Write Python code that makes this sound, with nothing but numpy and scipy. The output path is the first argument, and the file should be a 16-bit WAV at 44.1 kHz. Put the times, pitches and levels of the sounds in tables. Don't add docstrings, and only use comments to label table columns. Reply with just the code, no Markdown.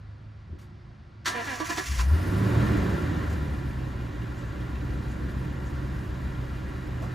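import sys
import numpy as np
from scipy import signal
from scipy.fft import rfft, irfft, next_fast_len
from scipy.io import wavfile

SR = 44100
rng = np.random.default_rng(int(sys.argv[2]) if len(sys.argv) > 2 else 0)


def wrap_up_sound(samples):
    columns = np.atleast_2d(samples).T
    tamed = np.clip(columns, -1, 1)
    steps = np.round(tamed * 32767).astype(np.int16)
    wavfile.write(sys.argv[1], SR, steps)


N = 314874
TIME = np.arange(N) / SR


def from_db(db):
    return 10 ** (np.asarray(db) / 20)


def power_sum_db(*levels_db):
    return 10 * np.log10(sum(from_db(level_db) ** 2 for level_db in levels_db))


def unit_rms(x):
    return x / np.sqrt(np.mean(x ** 2) + 1e-20)


def curves(rows):
    time_s, *columns = np.transpose(rows)
    return [np.interp(TIME, time_s, column) for column in columns]


def gate(start_s, fade_s):
    return np.clip((TIME - start_s) / fade_s, 0, 1)


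def push(start_s, length_s, attack_s, release_s):
    return gate(start_s, attack_s) * np.exp(-np.maximum(TIME - start_s - length_s, 0) / release_s)


def blow(start_s, t60_s, rise_s):
    age_s = np.maximum(TIME - start_s, 0)
    return (1 - np.exp(-age_s / rise_s)) * 1000. ** (-age_s / t60_s)


def noise():
    return rng.standard_normal(N)


def drift(rate_hz):
    hop, warm_up = 40, 2000
    pole = np.exp(-2 * np.pi * hop * rate_hz / SR)
    steps = rng.standard_normal(N // hop + warm_up + 2)
    slow = signal.lfilter([1], [1, -2 * pole, pole * pole], steps)[warm_up:]
    return np.interp(np.arange(N) / hop, np.arange(len(slow)), unit_rms(slow))


def turns(hz):
    return np.cumsum(hz * np.ones(N)) / SR


def sine(cycles, level_db=0):
    return np.sqrt(2) * from_db(level_db) * np.sin(2 * np.pi * cycles)


def clicks(cycles):
    return np.diff(np.floor(cycles), prepend=0)


def coloured(x, points):
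    freq_hz, gain_db = np.transpose(points)
    size = next_fast_len(N + SR // 4)
    octave, known = np.log2(np.arange(size // 2 + 1) * SR / size + 1), np.log2(freq_hz + 1)
    outside = np.abs(octave - np.clip(octave, known[0], known[-1]))
    gain = from_db(np.interp(octave, known, gain_db) - 24 * outside)
    return irfft(rfft(x, size) * gain, size)[:N]


def resonance(x, hz, width_hz, unit_peak=True):
    radius = np.exp(-np.pi * width_hz / SR)
    gain = (1 - radius ** 2) / 2 if unit_peak else 1
    feedback = [1, -2 * radius * np.cos(2 * np.pi * hz / SR), radius ** 2]
    return signal.lfilter([gain, 0, -gain], feedback, x)


def echoes(x, t60_s):
    age_s = TIME[:SR // 3]
    cloud = rng.standard_normal(len(age_s)) * 1000. ** (-age_s / t60_s)
    return signal.fftconvolve(x, cloud / np.linalg.norm(cloud))[:N]


def knocks(rows, sharp, body, rise_s, body_gain=1):
    sharp, body = unit_rms(sharp), body_gain * unit_rms(body)
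    return sum(from_db(level_db) * blow(start_s, t60_s, rise_s) * (sharp + from_db(body_db) * body)
               for start_s, level_db, t60_s, body_db in rows)


# freq_hz, gain_db
AIR_COLOUR = [(25, -22), (36, -5), (47, 4.5), (66, 0), (125, 0), (150, -5.5), (176, -7.5), (207, -8),
              (243, -14), (354, -15.5), (404, -21.5), (903, -24.5), (1030, -25), (1420, -23.5),
              (3440, -35.5), (4750, -37), (15000, -72)]

def garden_air(level_db=-49):
    return from_db(level_db) * unit_rms(coloured(noise(), AIR_COLOUR))


# harmonic, level_db, swell_share
HUM_TONES = [(3, -52.5, .1), (4, -51, 1), (5, -60, .3), (6, -59, 0)]
# time_s, gain_db
HUM_SWELL = [(0, 8), (0.12, 8.5), (0.2, 4), (0.5, 2), (0.7, -1), (1.4, -2), (1.6, 2)]

def far_hum(base_hz=25.8):
    swell_db, = curves(HUM_SWELL)
    cycles = turns(base_hz * (1 + 0.0124 * drift(5)))
    return sum(sine(harmonic * cycles + rng.random(), level_db + share * swell_db + 1.5 * drift(5.6))
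               for harmonic, level_db, share in HUM_TONES)


# start_s, level_db, t60_s
THUMPS = [(0.49, -34.5, 0.24), (0.525, -31.5, 0.17), (0.68, -38, 0.11), (1.15, -39, 0.12), (1.3, -38, 0.36),
          (1.68, -35, 0.28)]
# freq_hz, gain_db
THUMP_COLOUR = [(35, -17), (80, 7.5), (130, -12), (350, -16.5), (600, -37), (1500, -55)]

def soft_thumps():
    envelope = sum(from_db(level_db) * blow(start_s, t60_s, rise_s=0.0075)
                   for start_s, level_db, t60_s in THUMPS)
    return envelope * unit_rms(coloured(noise(), THUMP_COLOUR))


# time_s, pitch_hz, level_db
PUMP_RUN = [(0.55, 335, -90), (0.62, 357.5, -61.5), (0.85, 357.5, -61.5), (1.05, 349.6, -66.5),
            (1.24, 338, -65), (1.3, 334.5, -83)]

def fuel_pump():
    pitch_hz, level_db = curves(PUMP_RUN)
    motor = sine(turns(pitch_hz * 7 / 12), level_db + 2 + 2 * drift(5.9))
    return sine(turns(pitch_hz), level_db) + motor


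# start_s, level_db, t60_s, body_db
TICKS = [(0.585, -53.5, 0.13, -19), (0.61, -60, 0.23, -15), (2.768, -37, 0.04, 0), (2.933, -42, .05, -8),
         (3.295, -46.5, 0.16, -1), (3.325, -43, 0.079, 2), (4.601, -49, 0.043, -6), (7.018, -48, 0.23, 12)]
# freq_hz, gain_db
TICK_COLOUR = [(300, -13), (1000, 17.5), (4000, 8), (7000, 6), (10000, -1.5), (14000, -1), (15400, -4)]

def ticks():
    body = coloured(noise(), [(250, -5), (400, -2), (700, -3), (1000, -6), (1600, -14)])
    return knocks(TICKS, coloured(noise(), TICK_COLOUR), body, rise_s=0.005)


# start_s, length_s, start_hz, end_hz, level_db
CHIRPS = [(0.75, 0.11, 5200, 4800, -76), (4.347, 0.07, 6500, 7330, -63.5), (4.43, .06, 7300, 6940, -67),
          (5.075, 0.06, 6500, 7350, -62), (5.64, 0.05, 6450, 7400, -62)]

def bird(hoarseness=0.1):
    out, waver = np.zeros(N), 1 + hoarseness * drift(400)
    for start_s, length_s, start_hz, end_hz, level_db in CHIRPS:
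        along = np.clip((TIME - start_s) / length_s, 0, 1)
        pitch_hz = (start_hz + along * (end_hz - start_hz)) * waver
        out += np.sin(np.pi * along) * sine(turns(pitch_hz), level_db)
    return out


# freq_hz, width_hz, gain_db
HOUSING_MODES = [(706, 15, -3), (996, 75, 3), (1150, 8.8, 9.5), (1357, 23, 2.5), (1640, 11, 7),
                 (1690, 22, 6), (1790, 17, 12.5), (1910, 18, 6.5), (2435, 13, -2), (3700, 18, -1.5),
                 (4380, 90, 2), (5520, 110, 5), (5670, 31, -2)]

def housing(x, ring_db):
    return x + sum(from_db(gain_db + ring_db) * resonance(x, hz, width_hz)
                   for hz, width_hz, gain_db in HOUSING_MODES)


# start_s, level_db, t60_s, body_db
CLACKS = [(1.246, -42, .2, -23), (1.256, -24, 0.18, -16), (1.274, -30.5, 0.12, -10),
          (1.598, -32, 0.087, 6.5), (1.692, -34, 0.1, 5.5), (1.771, -27.5, 0.09, -1),
          (1.986, -30.5, 0.11, -15)]
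# freq_hz, gain_db
CLACK_COLOUR = [(300, -32), (600, -51), (1000, -8.5), (1600, -7.5), (2430, -14), (3720, -11), (7500, -17.5),
                (11000, -30), (14000, -31), (15400, -30)]
# freq_hz, gain_db, t60_s
MOUNT_MODES = [(312, -6, .13), (385, -11, .1), (705, -12, .12), (1000, -8, .14), (1150, -11, .2)]

def pinion_clacks():
    metal = coloured(housing(noise(), ring_db=-5.5), CLACK_COLOUR)
    body = coloured(noise(), [(230, -12), (330, 3), (450, -10), (700, -7.5), (1100, -12)])
    thuds = sum(blow(start_s, t60_s, rise_s=0.0056)
                * sine(hz * TIME + rng.random(), level_db + body_db + gain_db)
                for start_s, level_db, _, body_db in CLACKS for hz, gain_db, t60_s in MOUNT_MODES)
    return knocks(CLACKS, metal, body, rise_s=0.0035, body_gain=0.6) + thuds


ENGAGE_S, DROP_OUT_S = 1.258, 2.012
# start_s, length_s, mesh_hz, sag_per_s, whine_db, grind_db, housing_db
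STROKES = [(1.338, 0.07, 242, .6, -38, -54, -45), (1.462, 0.07, 287, 1.9, -39, -49, -40.5),
           (1.595, 0.024, 316.4, .6, -40, -49, -42), (1.685, 0.036, 346, .6, -43, -42, -41),
           (1.768, 0.03, 385, .6, -45, -37, -39)]

def cranking(rasp_share=0.18):
    mesh_hz, whine = np.full(N, STROKES[0][2], float), 0
    grind = from_db(np.interp(TIME, [ENGAGE_S, DROP_OUT_S], [-36, -50]))
    rasp = from_db(np.interp(TIME, [ENGAGE_S, DROP_OUT_S], [-50.5, -37.5]))
    for start_s, length_s, hz, sag_per_s, whine_db, grind_db, _ in STROKES:
        load = push(start_s, length_s, attack_s=0.014, release_s=0.02)
        mesh_hz = np.where(TIME < start_s, mesh_hz, hz * np.exp(-sag_per_s * (TIME - start_s)))
        whine += from_db(whine_db) * load
        grind += from_db(grind_db) * load
        rasp += rasp_share * from_db(grind_db) * load
    return mesh_hz, whine, grind, rasp


def housing_note(pitch_hz=1705, waver=0.015):
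    swell = sum(from_db(level_db) * push(start_s, length_s, attack_s=0.028, release_s=0.034)
                for start_s, length_s, *_, level_db in STROKES)
    return swell * sine(turns(pitch_hz * (1 + waver * drift(150))))


def dispersed(x, length_s=0.008):
    sweep = signal.chirp(TIME[:int(length_s * SR)], 9000, length_s, 0)
    return signal.fftconvolve(x, sweep)[:N]


# freq_hz, gain_db
WHINE_COLOUR = [(150, -22), (240, 6.5), (320, 13.5), (470, 13), (580, -5), (700, 8), (920, -3.5),
                (1200, -11), (1450, 4), (1800, -2), (2200, 2), (4000, -12), (7000, -44)]
GRIND_COLOUR = [(130, -44), (220, -0.5), (306, 1.5), (582, -8.5), (712, 0.5), (818, -11), (976, -3),
                (1720, -3.5), (2580, -8.5), (4500, -15.5), (5850, -40), (9900, -120)]
RASP_COLOUR = [(1500, 0.5), (2500, -0.5), (3900, -6.5), (5900, -1), (7400, -4), (8600, -13), (10500, -11),
               (14000, -23), (15300, -12)]

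def starter(mesh_depth=0.14, chatter_db=2):
    mesh_hz, whine_gain, grind_gain, rasp_gain = cranking()
    teeth = turns(mesh_hz * (1 + 0.008 * drift(60)))
    contacts = housing(clicks(teeth), ring_db=-1)
    rub = 1 + mesh_depth * np.cos(2 * np.pi * teeth)
    whine = whine_gain * unit_rms(coloured(dispersed(contacts), WHINE_COLOUR))
    grind = grind_gain * unit_rms(coloured(housing(noise() * rub, ring_db=1), GRIND_COLOUR))
    rasp_gain *= from_db(chatter_db * drift(25))
    rasp = rasp_gain * unit_rms(coloured(housing(noise() * rub, ring_db=-19), RASP_COLOUR))
    engaged = push(ENGAGE_S, DROP_OUT_S - ENGAGE_S, attack_s=0.019, release_s=0.02)
    return (whine + grind + rasp + housing_note()) * engaged


SPEEDS_HZ = [56, 63, 80, 98]

def at_speed(levels_db, firing_hz):
    return np.interp(firing_hz, SPEEDS_HZ, levels_db)


def shaft_tones(cycles, rows, firing_hz, shift_db=0, waver_db=1.5):
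    return sum(sine(harmonic * cycles + rng.random(),
                    at_speed(levels_db, firing_hz) + shift_db + waver_db * drift(1.75))
               for harmonic, *levels_db in rows)


# start_s, length_s, note_db, rumble_db
CATCHES = [(1.881, 0.04, -29, -41), (1.97, .13, -24.5, -39), (2.105, .04, -22, -36)]

def catching():
    note, rumble = 1e-9, 1e-9
    for start_s, length_s, note_db, rumble_db in CATCHES:
        boom = push(start_s, length_s, attack_s=0.015, release_s=0.037)
        note += from_db(note_db) * boom
        rumble += from_db(rumble_db) * boom
    return 20 * np.log10(note), 20 * np.log10(rumble)


CYLINDERS_DB = [-7, -7, -6.5, -11, -5, -11, -6, -6]

def cylinder_puffs(firings, uneven_db=0.4, decay_firings=0.91):
    number = np.floor(firings).astype(int)
    strength = from_db(np.array(CYLINDERS_DB)[number % len(CYLINDERS_DB)] + uneven_db * noise()[number])
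    puffs = unit_rms(strength * np.exp(-(firings % 1) / decay_firings))
    thumps = unit_rms(clicks(firings) * noise()[number])
    return puffs, thumps


def gas_flow(cycles, puffs, colour, repeat_share=0.4, size=512):
    pattern = np.interp(cycles * size, np.arange(size), rng.standard_normal(size), period=size)
    repeating = unit_rms(coloured(pattern, colour))
    turbulent = unit_rms(coloured(np.sqrt(puffs) * noise(), colour))
    return np.sqrt(repeat_share) * repeating + np.sqrt(1 - repeat_share) * turbulent


# time_s, gain_db
EFFORT = [(1.9, -3.5), (2.3, 2), (2.6, 0.5), (2.95, 0.5), (3.9, -0.5), (4.4, -0.5), (4.95, 1.5),
          (5.7, -0.5), (6.5, -1.5), (7.14, 0)]
# firing_hz, note_db
TAILPIPE = [(56, -42.5), (63, -35.5), (75, -30.5), (81, -34), (85, -42), (98, -39)]
RUMBLE_DB = [-37.5, -35, -29, -25]
BARK_DB = [-43, -41, -35.5, -31.5]
# freq_hz, gain_db
RUMBLE_COLOUR = [(25, -24), (38, -11), (58, -2), (78, 1), (100, 2.5), (125, -3), (165, -1), (230, -27),
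                 (400, -52)]
BARK_COLOUR = [(110, -25), (175, 0.5), (208, 1.5), (232, 0), (268, -2), (296, 4), (318, -1.5), (355, 0),
               (425, -11), (520, -12.5), (800, -27.5), (1500, -20)]
ROAR_COLOUR = [(300, -5), (400, 7), (520, -3), (640, -3), (900, -29), (1500, -32)]
# cycle_harmonic, level_db at each of SPEEDS_HZ
BANK_TONES = [(3, -70, -66, -53, -49), (5, -51, -48, -47, -35.5), (6, -66, -62, -42, -39),
              (9, -48, -44, -52, -40), (11, -53, -48.5, -51, -50), (16, -44, -46.5, -46, -50),
              (18, -58, -60, -49, -54), (24, -55, -52, -55, -50)]

def exhaust(firings, firing_hz, build_db, rumble_trim_db=-3.5, bark_trim_db=0.15, roar_db=-9):
    effort_db, = curves(EFFORT)
    catch_note_db, catch_rumble_db = catching()
    note_db = power_sum_db(np.interp(firing_hz, *np.transpose(TAILPIPE)) + effort_db, catch_note_db)
    running_db = at_speed(RUMBLE_DB, firing_hz) + effort_db + 0.6 * build_db
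    rumble_db = power_sum_db(running_db, catch_rumble_db) + rumble_trim_db
    bark_db = at_speed(BARK_DB, firing_hz) + effort_db + build_db + bark_trim_db
    cycles = firings / len(CYLINDERS_DB)
    puffs, thumps = cylinder_puffs(firings)
    rumble = unit_rms(coloured(puffs * noise() + 0.48 * thumps, RUMBLE_COLOUR))
    bark = gas_flow(cycles, puffs, BARK_COLOUR)
    flare = np.interp(firing_hz, [64, 96], [0, 1])
    roar = flare * from_db(roar_db) * gas_flow(cycles, puffs, ROAR_COLOUR)
    tones = sine(firings, note_db + 1.3 * drift(9)) + shaft_tones(cycles, BANK_TONES, firing_hz)
    return tones + from_db(rumble_db) * rumble + from_db(bark_db) * (bark + roar)


# shaft_harmonic, level_db at each of SPEEDS_HZ
FAN_TONES = [(3, -51, -45.5, -37, -43), (5, -58, -56, -43, -43), (6, -56, -49.5, -48, -39.5),
             (7, -40.5, -37.5, -41, -32.5)]
HUB_DB = [-52, -44, -42, -33]

def fan(firing_hz, build_db, blades=7, passes_per_firing=2.083, grip_s=2.31, pull_db=-32.5):
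    slip = np.interp(TIME, [grip_s - 0.16, grip_s], [0.16, 0])
    shaft = turns(firing_hz * (1 - slip) * passes_per_firing / blades)
    pull = from_db(pull_db) * push(start_s=2.17, length_s=0.46, attack_s=0.044, release_s=0.084)
    hub = (from_db(at_speed(HUB_DB, firing_hz)) + pull) * sine(4 * shaft + rng.random())
    return hub + shaft_tones(shaft, FAN_TONES, firing_hz, build_db)


# freq_hz, gain_db
CLATTER_COLOUR = [(260, -8), (450, -2.5), (640, -4.5), (850, -4), (1020, -3), (1250, -6.5), (1450, -3),
                  (1870, -5), (2150, -10.5), (2900, -15.5), (4300, -20.5), (5500, -25.5), (7200, -23),
                  (10000, -43.5), (15000, -34)]
CLATTER_DB = [-50, -50, -43.5, -39.5]
# freq_hz, width_hz, gain_db
BLOCK_MODES = [(549, 25, -3), (1157, 25, -8), (1385, 45, -4), (1619, 25, -10), (1781, 30, -1),
               (1912, 25, -7)]
COVER_MODES = [(2455, 60, -8), (2850, 200, -7), (3200, 90, -13), (3600, 300, -14), (3885, 80, -7),
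               (4220, 200, -19)]

def clatter(firings, firing_hz, beat_depth=0.034, grain_db=0.27, trim_db=2.5):
    swell = (1 + beat_depth * np.cos(2 * np.pi * firings)) * from_db(grain_db * drift(180))
    rush = noise() * swell
    rings = sum(from_db(gain_db) * resonance(rush, hz, width_hz)
                for hz, width_hz, gain_db in BLOCK_MODES + COVER_MODES)
    level_db = at_speed(CLATTER_DB, firing_hz) + trim_db
    return from_db(level_db) * unit_rms(coloured(rush + rings, CLATTER_COLOUR))


# freq_hz, gain_db
HISS_COLOUR = [(5000, 8), (7000, -5), (10000, 3.5), (12200, -7.5), (14000, 4), (15500, -10)]
HISS_DB = [-70.5, -67, -66.5, -65]

def intake(firing_hz, fires_s, gulp_db=-57.5, flutter_db=1.5):
    gulp = from_db(gulp_db) * push(fires_s, length_s=0.41, attack_s=0.096, release_s=0.49)
    flow = from_db(at_speed(HISS_DB, firing_hz)) * gate(fires_s, 0.1)
    return (gulp + flow) * from_db(flutter_db * drift(22)) * unit_rms(coloured(noise(), HISS_COLOUR))


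# time_s, firing_hz
ENGINE_SPEED = [(1.85, 62), (1.94, 71), (1.985, 55), (2.04, 64), (2.09, 69.5), (2.15, 80), (2.3, 84),
                (2.5, 94), (2.62, 98.3), (2.75, 96.5), (3.05, 83.3), (3.35, 74.5), (3.65, 63.7),
                (4.1, 56.4), (4.5, 58.8), (5.0, 63.2), (5.9, 63.4), (7.14, 59.2)]

def engine(fires_s=1.96, build_s=0.44, weak_db=-8.5):
    firing_hz, = curves(ENGINE_SPEED)
    firing_hz *= 1 + 0.003 * drift(8)
    firings = turns(firing_hz)
    build_db = np.interp(TIME, [fires_s, fires_s + build_s], [weak_db, 0])
    low = exhaust(firings, firing_hz, build_db) + fan(firing_hz, build_db)
    high = clatter(firings, firing_hz) * gate(1.905, 0.077) + intake(firing_hz, fires_s)
    return low * gate(1.85, 0.063) + high


# freq_hz, width_hz, gain_db
PINION_MODES = [(1010, 70, 2.5), (1150, 59, -1), (1320, 80, -6), (1610, 68, -0.5), (2340, 65, -8),
                (2630, 50, -10)]

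def pinion_clank(start_s=1.993, level_db=-29.5):
    ring = sum(from_db(gain_db) * unit_rms(resonance(noise(), hz, width_hz))
               for hz, width_hz, gain_db in PINION_MODES)
    return from_db(level_db) * blow(start_s, t60_s=0.14, rise_s=0.0046) * unit_rms(ring)


def tappets(taps_per_s=30, level_db=-68.5, spread_db=2):
    taps = (rng.random(N) < taps_per_s / SR) * gate(2.2, 0.1)
    ring = np.zeros(N)
    for hz, width_hz, gain_db in COVER_MODES:
        strikes = taps * from_db(gain_db + spread_db * noise())
        ring += np.sqrt(width_hz) * resonance(strikes + 1e-18, hz, width_hz, unit_peak=False)
    return from_db(level_db) * unit_rms(echoes(ring, t60_s=0.08))


# start_s, pitch_hz, level_db
RATTLES = [(3.648, 2300, -49), (3.70, 2400, -48), (3.785, 2760, -47), (4.21, 2850, -47), (4.602, 3250, -48),
           (4.748, 2830, -46.5), (5.49, 2390, -50), (6.53, 2840, -47)]

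def rattles(width_hz=250):
    shake = noise()
    return sum(from_db(level_db) * blow(start_s, t60_s=0.12, rise_s=0.0088)
               * unit_rms(resonance(shake, pitch_hz, width_hz))
               for start_s, pitch_hz, level_db in RATTLES)


# freq_hz, side_gain_db
WIDTH = [(30, -15), (60, -31), (110, -24), (200, -9), (380, -6), (700, -1.5), (1300, -2.5), (2300, -4),
         (4000, -37), (6000, -49), (8500, 5.5), (15000, -6)]
# freq_hz, left_minus_right_db
BALANCE = [(20, 2.5), (70, 1.46), (170, -4), (350, -0.5), (700, -6), (1400, 0.5), (3000, 0), (20000, -1.5)]

def garden(x, wall_db=-12):
    walls = coloured(echoes(x, t60_s=0.12), [(250, 0.5), (500, -0.5), (15000, 3.5)])
    mid = x + from_db(wall_db) * walls
    side = coloured(echoes(x, t60_s=0.1), WIDTH)
    left = coloured(mid + side, [(hz, lean_db / 2) for hz, lean_db in BALANCE])
    right = coloured(mid - side, [(hz, -lean_db / 2) for hz, lean_db in BALANCE])
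    return np.array([left, right])


def scene():
    starting = starter() + pinion_clacks() + pinion_clank()
    small_parts = tappets() + rattles() + ticks() + soft_thumps()
    vehicle = engine() + starting + small_parts + fuel_pump()
    return garden(vehicle + echoes(bird(), t60_s=0.11) + far_hum() + garden_air())


def record(dry):
    cutoff_hz = 15400
    return signal.sosfilt(signal.ellip(10, 0.1, 80, cutoff_hz, fs=SR, output="sos"), dry)


dry = scene()
out = record(dry)
wrap_up_sound(out)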